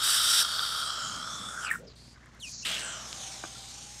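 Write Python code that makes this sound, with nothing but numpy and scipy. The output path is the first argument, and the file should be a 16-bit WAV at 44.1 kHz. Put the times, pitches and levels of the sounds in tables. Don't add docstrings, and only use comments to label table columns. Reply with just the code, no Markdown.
import sys
import numpy as np
from scipy import signal
from scipy.fft import rfft, irfft
from scipy.io import wavfile
from scipy.ndimage import uniform_filter1d

SR = 44100
rng = np.random.default_rng(int(sys.argv[2]) if len(sys.argv) > 2 else 0)


def master_out(mix):
    frames = np.transpose(np.atleast_2d(mix))
    ceiling = np.clip(frames, -1, 1)
    pcm = np.round(ceiling * 32767).astype(np.int16)
    wavfile.write(sys.argv[1], SR, pcm)


N = 176400
T = np.arange(N) / SR
FREQS = np.fft.rfftfreq(N, 1 / SR)


def amp(db):
    return 10 ** (np.asarray(db) / 20)


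def unit(x):
    return x / np.sqrt(np.mean(x ** 2) + 1e-20)


def envelope(rows, gate_s=0.0014):
    rows = np.array(rows)
    outside_s = abs(T - np.clip(T, rows[0, 0], rows[-1, 0]))
    gate = np.exp(-np.minimum(outside_s / gate_s, 20))
    return amp(np.interp(T, rows[:, 0], rows[:, -1])) * gate


def pitch(track):
    return np.interp(T, *np.transpose(track)[:2])


def wander(rate_hz):
    return unit(irfft(rfft(rng.standard_normal(N)) / (1 + (FREQS / rate_hz) ** 4), N))


def hiss(curve, tone, flutter_db=1., flutter_hz=80):
    hz, db = np.transpose(tone)
    colour = amp(np.interp(np.log(FREQS + 1), np.log(hz), db))
    colour /= 1 + (hz[0] / 2 / (FREQS + 1)) ** 2
    noise = irfft(rfft(rng.standard_normal(N)) * colour, N)
    return envelope(curve) * unit(noise * amp(flutter_db * wander(flutter_hz)))


def resonance(track, width_hz, order=1):
    pole = np.exp(-np.pi * width_hz * order / SR)
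    noise = rng.standard_normal(N) + 1j * rng.standard_normal(N)
    band = signal.lfilter([1], [1, -2 * pole, pole * pole], noise)
    carrier = np.exp(2j * np.pi * order * np.cumsum(pitch(track)) / SR)
    return envelope(track) * unit((band * carrier).real)


def ping(hz, decay_s):
    t = T[:2000]
    shape = (1 - np.exp(-t / (decay_s / 2))) ** 2 * np.exp(-t / decay_s)
    return shape / shape.max() * np.sin(2 * np.pi * hz * t)


def droplets(curve, span_hz, per_s, decay_s):
    out = np.zeros(N)
    for hz in np.geomspace(*span_hz, 20):
        starts = (rng.random(N) < per_s / 20 / SR) * rng.uniform(.5, 1, N)
        out += signal.oaconvolve(starts, ping(hz, decay_s))[:N]
    return envelope(curve) * unit(out)


def add(mix, start_s, sound):
    part = mix[max(round(start_s * SR), 0):][:len(sound)]
    part += sound[:len(part)]


# time_s, centre_hz, level_db
MOUTH_LOW = [(0, 1359, -38), (.6, 1361, -38), (1.08, 1329, -40.5), (1.46, 1265, -45.5), (1.57, 1447, -40.5),
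             (1.69, 1383, -37.5), (1.765, 1440, -54)]
MOUTH_MID = [(0, 3223, -39), (.8, 3296, -40), (.9, 3223, -40.5), (1.1, 3187, -42.5), (1.2, 3225, -44.5),
             (1.26, 3450, -47), (1.47, 3487, -42.5), (1.6, 3420, -58.5)]
MOUTH_TEETH = [(0, 3740, -36.5), (.41, 3780, -30.5), (.45, 3710, -41.5), (.8, 3715, -40), (.9, 3982, -47.5),
               (1.4, 3990, -58)]
MOUTH_HIGH = [(0, 4610, -54), (.58, 4630, -36.5), (.84, 4660, -42.5), (1.45, 4540, -62)]
MOUTH_TOP = [(0, 5347, -41), (.41, 5370, -29.5), (.46, 5350, -42), (.95, 5380, -43.5), (1.17, 5160, -47.5),
             (1.33, 5560, -46.5), (1.45, 5330, -53.5), (1.625, 5600, -54), (1.652, 5200, -45),
             (1.7, 3600, -57)]
MOUTH_EDGE = [(.75, 8810, -58), (.85, 8450, -43.5), (.95, 7620, -49.5), (1.06, 7030, -42.5),
              (1.13, 6600, -46), (1.24, 6350, -59), (1.35, 6240, -45), (1.41, 6510, -60), (1.48, 6756, -52),
              (1.62, 6400, -51)]
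MOUTH_AIR = [(1.05, 8300, -54), (1.35, 7750, -55.5), (1.5, 8350, -50), (1.62, 8500, -69), (1.65, 8030, -44),
             (1.675, 7600, -51)]
SLURP = [(1.61, 3200, -56), (1.645, 2943, -42), (1.69, 2610, -39), (1.712, 1953, -36), (1.738, 1710, -34.5),
         (1.76, 1427, -44)]
# time_s, level_db
SUCTION = [(0, -45.5), (.8, -49), (.92, -48.5), (1.25, -50), (1.57, -49.5), (1.64, -46), (1.69, -55),
           (1.76, -56), (1.82, -73)]
SPIT = [(1.703, -44), (1.712, -41.5), (1.74, -49), (1.8, -64)]
# freq_hz, gain_db
SUCTION_TONE = [(1200, -26), (2400, -22), (3200, 0.5), (4600, -2), (6000, 4), (8000, 5), (10500, -2.5),
                (11300, -8), (12800, -11), (15700, -30)]
SPIT_TONE = [(5500, -27), (7800, 6), (9300, -1), (11000, -9), (15500, -8.5)]

def open_mouth():
    cavity = (resonance(MOUTH_LOW, width_hz=290) + resonance(MOUTH_MID, width_hz=308)
              + resonance(MOUTH_TEETH, width_hz=440) + resonance(MOUTH_HIGH, width_hz=550)
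              + resonance(MOUTH_TOP, width_hz=630) + resonance(MOUTH_EDGE, width_hz=1300)
              + resonance(MOUTH_AIR, width_hz=860))
    cavity *= amp(1.5 * wander(112))
    slurp = resonance(SLURP, width_hz=570) * amp(1.66 * wander(260))
    suction = moving_surfaces(hiss(SUCTION, SUCTION_TONE))
    spit = hiss(SPIT, SPIT_TONE, flutter_db=4.0, flutter_hz=260)
    return cavity + slurp + suction + spit


# time_s, shift_hz
BAND_SLIDE = [(.8, 0), (1.25, -2600), (1.65, 1400), (2.8, 1402), (3.45, -3800)]

def moving_surfaces(x, depth_db=3.5):
    hz, t, spectrum = signal.stft(x, SR, nperseg=512)
    patches = rng.standard_normal(spectrum.shape)
    for _ in range(2):
        patches = uniform_filter1d(uniform_filter1d(patches, size=5, axis=0), size=20, axis=1)
    band = (hz[:, None] - np.interp(t, *np.transpose(BAND_SLIDE))) / hz[1]
    patches = np.take_along_axis(patches, np.round(band).astype(int) % len(hz), axis=0)
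    return signal.istft(spectrum * amp(depth_db * np.tanh(unit(patches))))[1][:N]


# time_s, level_db
JET = [(0, -42), (.025, -35), (.045, -27), (.14, -25), (.21, -29.5), (.32, -25.5), (.412, -24.5),
       (.428, -29.5), (.44, -39.5), (.8, -40), (.95, -57)]
# freq_hz, gain_db
JET_TONE = [(1000, -20), (1600, -4.5), (2300, -15), (2800, -8.5), (3150, 0.5), (3800, -3), (4250, -14.5),
            (4550, 3.5), (4950, -3.5), (5350, -3), (6000, -4), (6650, -18), (6950, -5), (7300, -8),
            (8100, 0), (9100, -4.5), (14500, -17), (15700, -32.5)]

def air_jet():
    return hiss(JET, JET_TONE, flutter_db=0.65)


# time_s, centre_hz, level_db
SQUEAK = [(1.87, 5070, -61), (1.88, 4930, -50.5), (1.9, 4340, -60), (1.925, 4200, -55.5)]
SEEP = [(1.96, 4310, -56.5), (2.11, 4720, -60), (2.16, 4650, -67)]
GURGLE = [(1.79, 451.7, -50.5), (1.84, 497, -50.5), (1.88, 446, -54.5), (1.94, 385, -70)]
# time_s, level_db
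LEAK = [(1.955, -63.5), (2.13, -65), (2.16, -78), (2.396, -74), (2.401, -59), (2.46, -52), (2.52, -50.5),
        (2.54, -84), (2.61, -69), (2.65, -51)]
SLIT = [(2.43, -70), (2.465, -48), (2.52, -44.5), (2.6, -43.5), (2.632, -42), (2.65, -74)]
BUBBLING = [(2.13, -77), (2.165, -58), (2.205, -63), (2.24, -57.5), (2.29, -62.5), (2.36, -62), (2.4, -64)]
# freq_hz, gain_db
SLIT_TONE = [(1500, -19), (3400, -22), (4200, 0.5), (5400, 1.5), (7000, 2.5), (7600, -10), (8500, -39),
             (12000, -48)]

def sealed_lips():
    squeaks = resonance(SQUEAK, width_hz=880) + resonance(SEEP, width_hz=980)
    leaks = hiss(LEAK, SUCTION_TONE) + hiss(SLIT, SLIT_TONE)
    bubbles = droplets(BUBBLING, span_hz=(1030, 2130), per_s=420, decay_s=0.0022)
    gurgle = resonance(GURGLE, width_hz=240) * amp(wander(120))
    return squeaks + leaks + bubbles + gurgle


# time_s, pitch_hz, level_db
WHISTLES = [
    [(2.4, 4340, -53), (2.418, 3550, -50), (2.43, 3100, -41.5), (2.447, 2800, -39), (2.46, 2550, -47.5),
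     (2.486, 2460, -45)],
    [(2.626, 2850, -53), (2.639, 2600, -47), (2.645, 3080, -47)],
]
HARMONICS_DB = [-1, -8, -15.5]

def whistle(track):
    wavering_hz = pitch(track) * (1 + 0.021 * wander(460))
    phase = 2 * np.pi * np.cumsum(wavering_hz) / SR
    tone = sum(amp(db) * np.sin(k * phase) for k, db in enumerate(HARMONICS_DB, 1))
    return envelope(track) * unit(tone)


# time_s, centre_hz, level_db
REOPEN_LOW = [(2.76, 1710, -49), (2.82, 1610, -46), (2.9, 1468, -43.5), (3.03, 1242, -49.5),
              (3.3, 1205, -72)]
REOPEN_MID = [(2.652, 3030, -34), (2.69, 2980, -37.5), (2.735, 3280, -36.5), (2.755, 3400, -36.5),
              (2.775, 2945, -48), (2.82, 2895, -46), (2.92, 3100, -45), (3.06, 3070, -55)]
REOPEN_HIGH = [(2.8, 4300, -57), (3.1, 3990, -63)]
REOPEN_TOP = [(2.8, 6000, -55), (2.95, 5950, -48), (3.05, 5350, -50), (3.18, 4860, -56)]
REOPEN_EDGE = [(2.78, 8260, -47), (2.86, 7900, -42), (2.93, 7430, -45.5), (3.05, 6750, -58),
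               (3.18, 5940, -54)]
# time_s, level_db
BURST = [(2.6515, -32), (2.72, -34.5), (2.79, -40.5), (2.81, -41), (2.9, -77)]
CRACKLE = [(2.69, -47), (2.79, -43), (2.95, -65)]
# freq_hz, gain_db
BURST_TONE = [(180, -4), (900, -22), (1200, -2.5), (2300, 2), (3800, 4), (4500, -1), (6700, -9.5),
              (7800, -2.5), (10500, -14.5), (13000, -18), (15700, -32)]

def seal_break():
    cavity = (resonance(REOPEN_LOW, width_hz=470) + resonance(REOPEN_MID, width_hz=610)
              + resonance(REOPEN_HIGH, width_hz=250) + resonance(REOPEN_TOP, width_hz=580)
              + resonance(REOPEN_EDGE, width_hz=1200))
    spray = (cavity + hiss(BURST, BURST_TONE, flutter_hz=490)) * amp(wander(170))
    return spray + droplets(CRACKLE, span_hz=(2400, 8000), per_s=170, decay_s=0.00015)


# time_s, centre_hz, level_db
TUBE = [(3.05, 753, -71), (3.2, 774, -58.5), (3.64, 782, -60.5), (3.76, 814, -60.5), (4, 832, -63)]
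# time_s, level_db
FREE_AIR = [(2.7, -45), (2.85, -50), (3.08, -45.5), (3.13, -44.5), (3.28, -42), (3.42, -46), (3.72, -47.5),
            (4, -47.5)]
# freq_hz, gain_db
FREE_AIR_TONE = [(450, -12), (650, -6.5), (1700, -6), (2750, -3), (3700, 4), (4800, 1), (6500, 5.5),
                 (7600, -1.5), (8500, -1), (10100, -11), (12600, -19), (15500, -38)]

def free_tip():
    tube = resonance(TUBE, width_hz=43) + amp(-6.5) * resonance(TUBE, width_hz=74, order=3)
    return tube + moving_surfaces(hiss(FREE_AIR, FREE_AIR_TONE))


# time_s, level_db
RUSH = [(0, -52.5), (1.7, -53.5), (1.77, -79), (2.64, -73), (2.67, -48), (3.3, -55.5), (4, -69)]
# freq_hz, gain_db
RUSH_TONE = [(100, -12), (450, -2.5), (600, 4.5), (1000, -2.5), (1650, -1.5), (2300, -5.5), (5000, -43)]

def air_rush():
    return hiss(RUSH, RUSH_TONE)


# time_s, level_db, pitch_hz, decay_s
POPS = [(0.5939, -17.5, 3600, 0.001), (0.593, -22.5, 1414, 0.0016), (0.815, -31, 3400, 0.0011),
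        (1.2747, -28, 1340, 0.0018), (1.7122, -15.5, 1810, 0.0027), (1.756, -27.5, 1420, 0.0018),
        (2.2595, -46, 8500, .0001), (2.349, -51, 11000, .0001), (2.766, -23, 2970, 0.00055),
        (2.782, -24.5, 2760, 0.0006), (3.129, -19, 4030, 0.00013), (3.554, -48, 1380, 0.0064)]

def saliva_pops():
    out = np.zeros(N)
    for time_s, db, hz, decay_s in POPS:
        add(out, time_s - decay_s / 4, amp(db) * ping(hz, decay_s))
    return out


# start_s, level_db
KNOCKS = [(3.4374, -29.5), (3.4492, -37)]
# pitch_hz, gain_db, decay_s
KNOCK_MODES = [(318, -9, 0.0042), (740, -2.5, 0.002), (1190, -7.5, 0.0036), (1520, -1, 0.0017),
               (2360, -13, 0.002)]

def knock():
    out = np.zeros(N)
    ring = sum(amp(db) * ping(hz, decay_s) for hz, db, decay_s in KNOCK_MODES)
    for start_s, db in KNOCKS:
        add(out, start_s, amp(db) * ring)
    return out


# pitch_hz, level_db
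HUM = [(60, -60), (120, -62.5), (240, -71)]
# time_s, level_db
HANDLING = [(.95, -73), (1.07, -52.5), (1.18, -50), (1.3, -60), (1.42, -51), (1.55, -61.5), (1.81, -55.5),
            (1.95, -67.5), (3.2, -59.5), (3.5, -79)]
# freq_hz, gain_db
HANDLING_TONE = [(50, -18), (170, 1.5), (260, -3.5), (450, -26), (1200, -54)]
ROOM_TONE = [(20, -9.5), (80, 0.5), (150, 2.5), (250, -3), (450, -10.5), (900, -13), (7000, -20),
             (10000, -48)]

def background(air_db=-57.5):
    hum = sum(amp(db) * np.sqrt(2) * np.sin(2 * np.pi * (hz * T + rng.random())) for hz, db in HUM)
    room_air = hiss([(0, air_db), (N / SR, air_db)], ROOM_TONE, flutter_db=1.5)
    return hum + room_air + hiss(HANDLING, HANDLING_TONE)


def room(x, wet_db=-14, t60_s=0.2):
    t = T[:SR // 3]
    tail = rng.standard_normal(len(t)) * amp(-60 * t / t60_s) * (t > .004)
    return x + amp(wet_db) * signal.oaconvolve(x, tail / np.linalg.norm(tail))[:N]


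def scene():
    air = open_mouth() + air_jet() + sealed_lips() + sum(whistle(track) for track in WHISTLES)
    air += seal_break() + free_tip() + air_rush()
    return (room(air + saliva_pops() + knock()) + background())[None]


def record(dry):
    cutoff_hz = 15720
    lowpass = signal.firwin(511, cutoff_hz, window=("kaiser", 9), fs=SR)
    return signal.oaconvolve(dry, lowpass[None], "same")


dry = scene()
out = record(dry)
master_out(out)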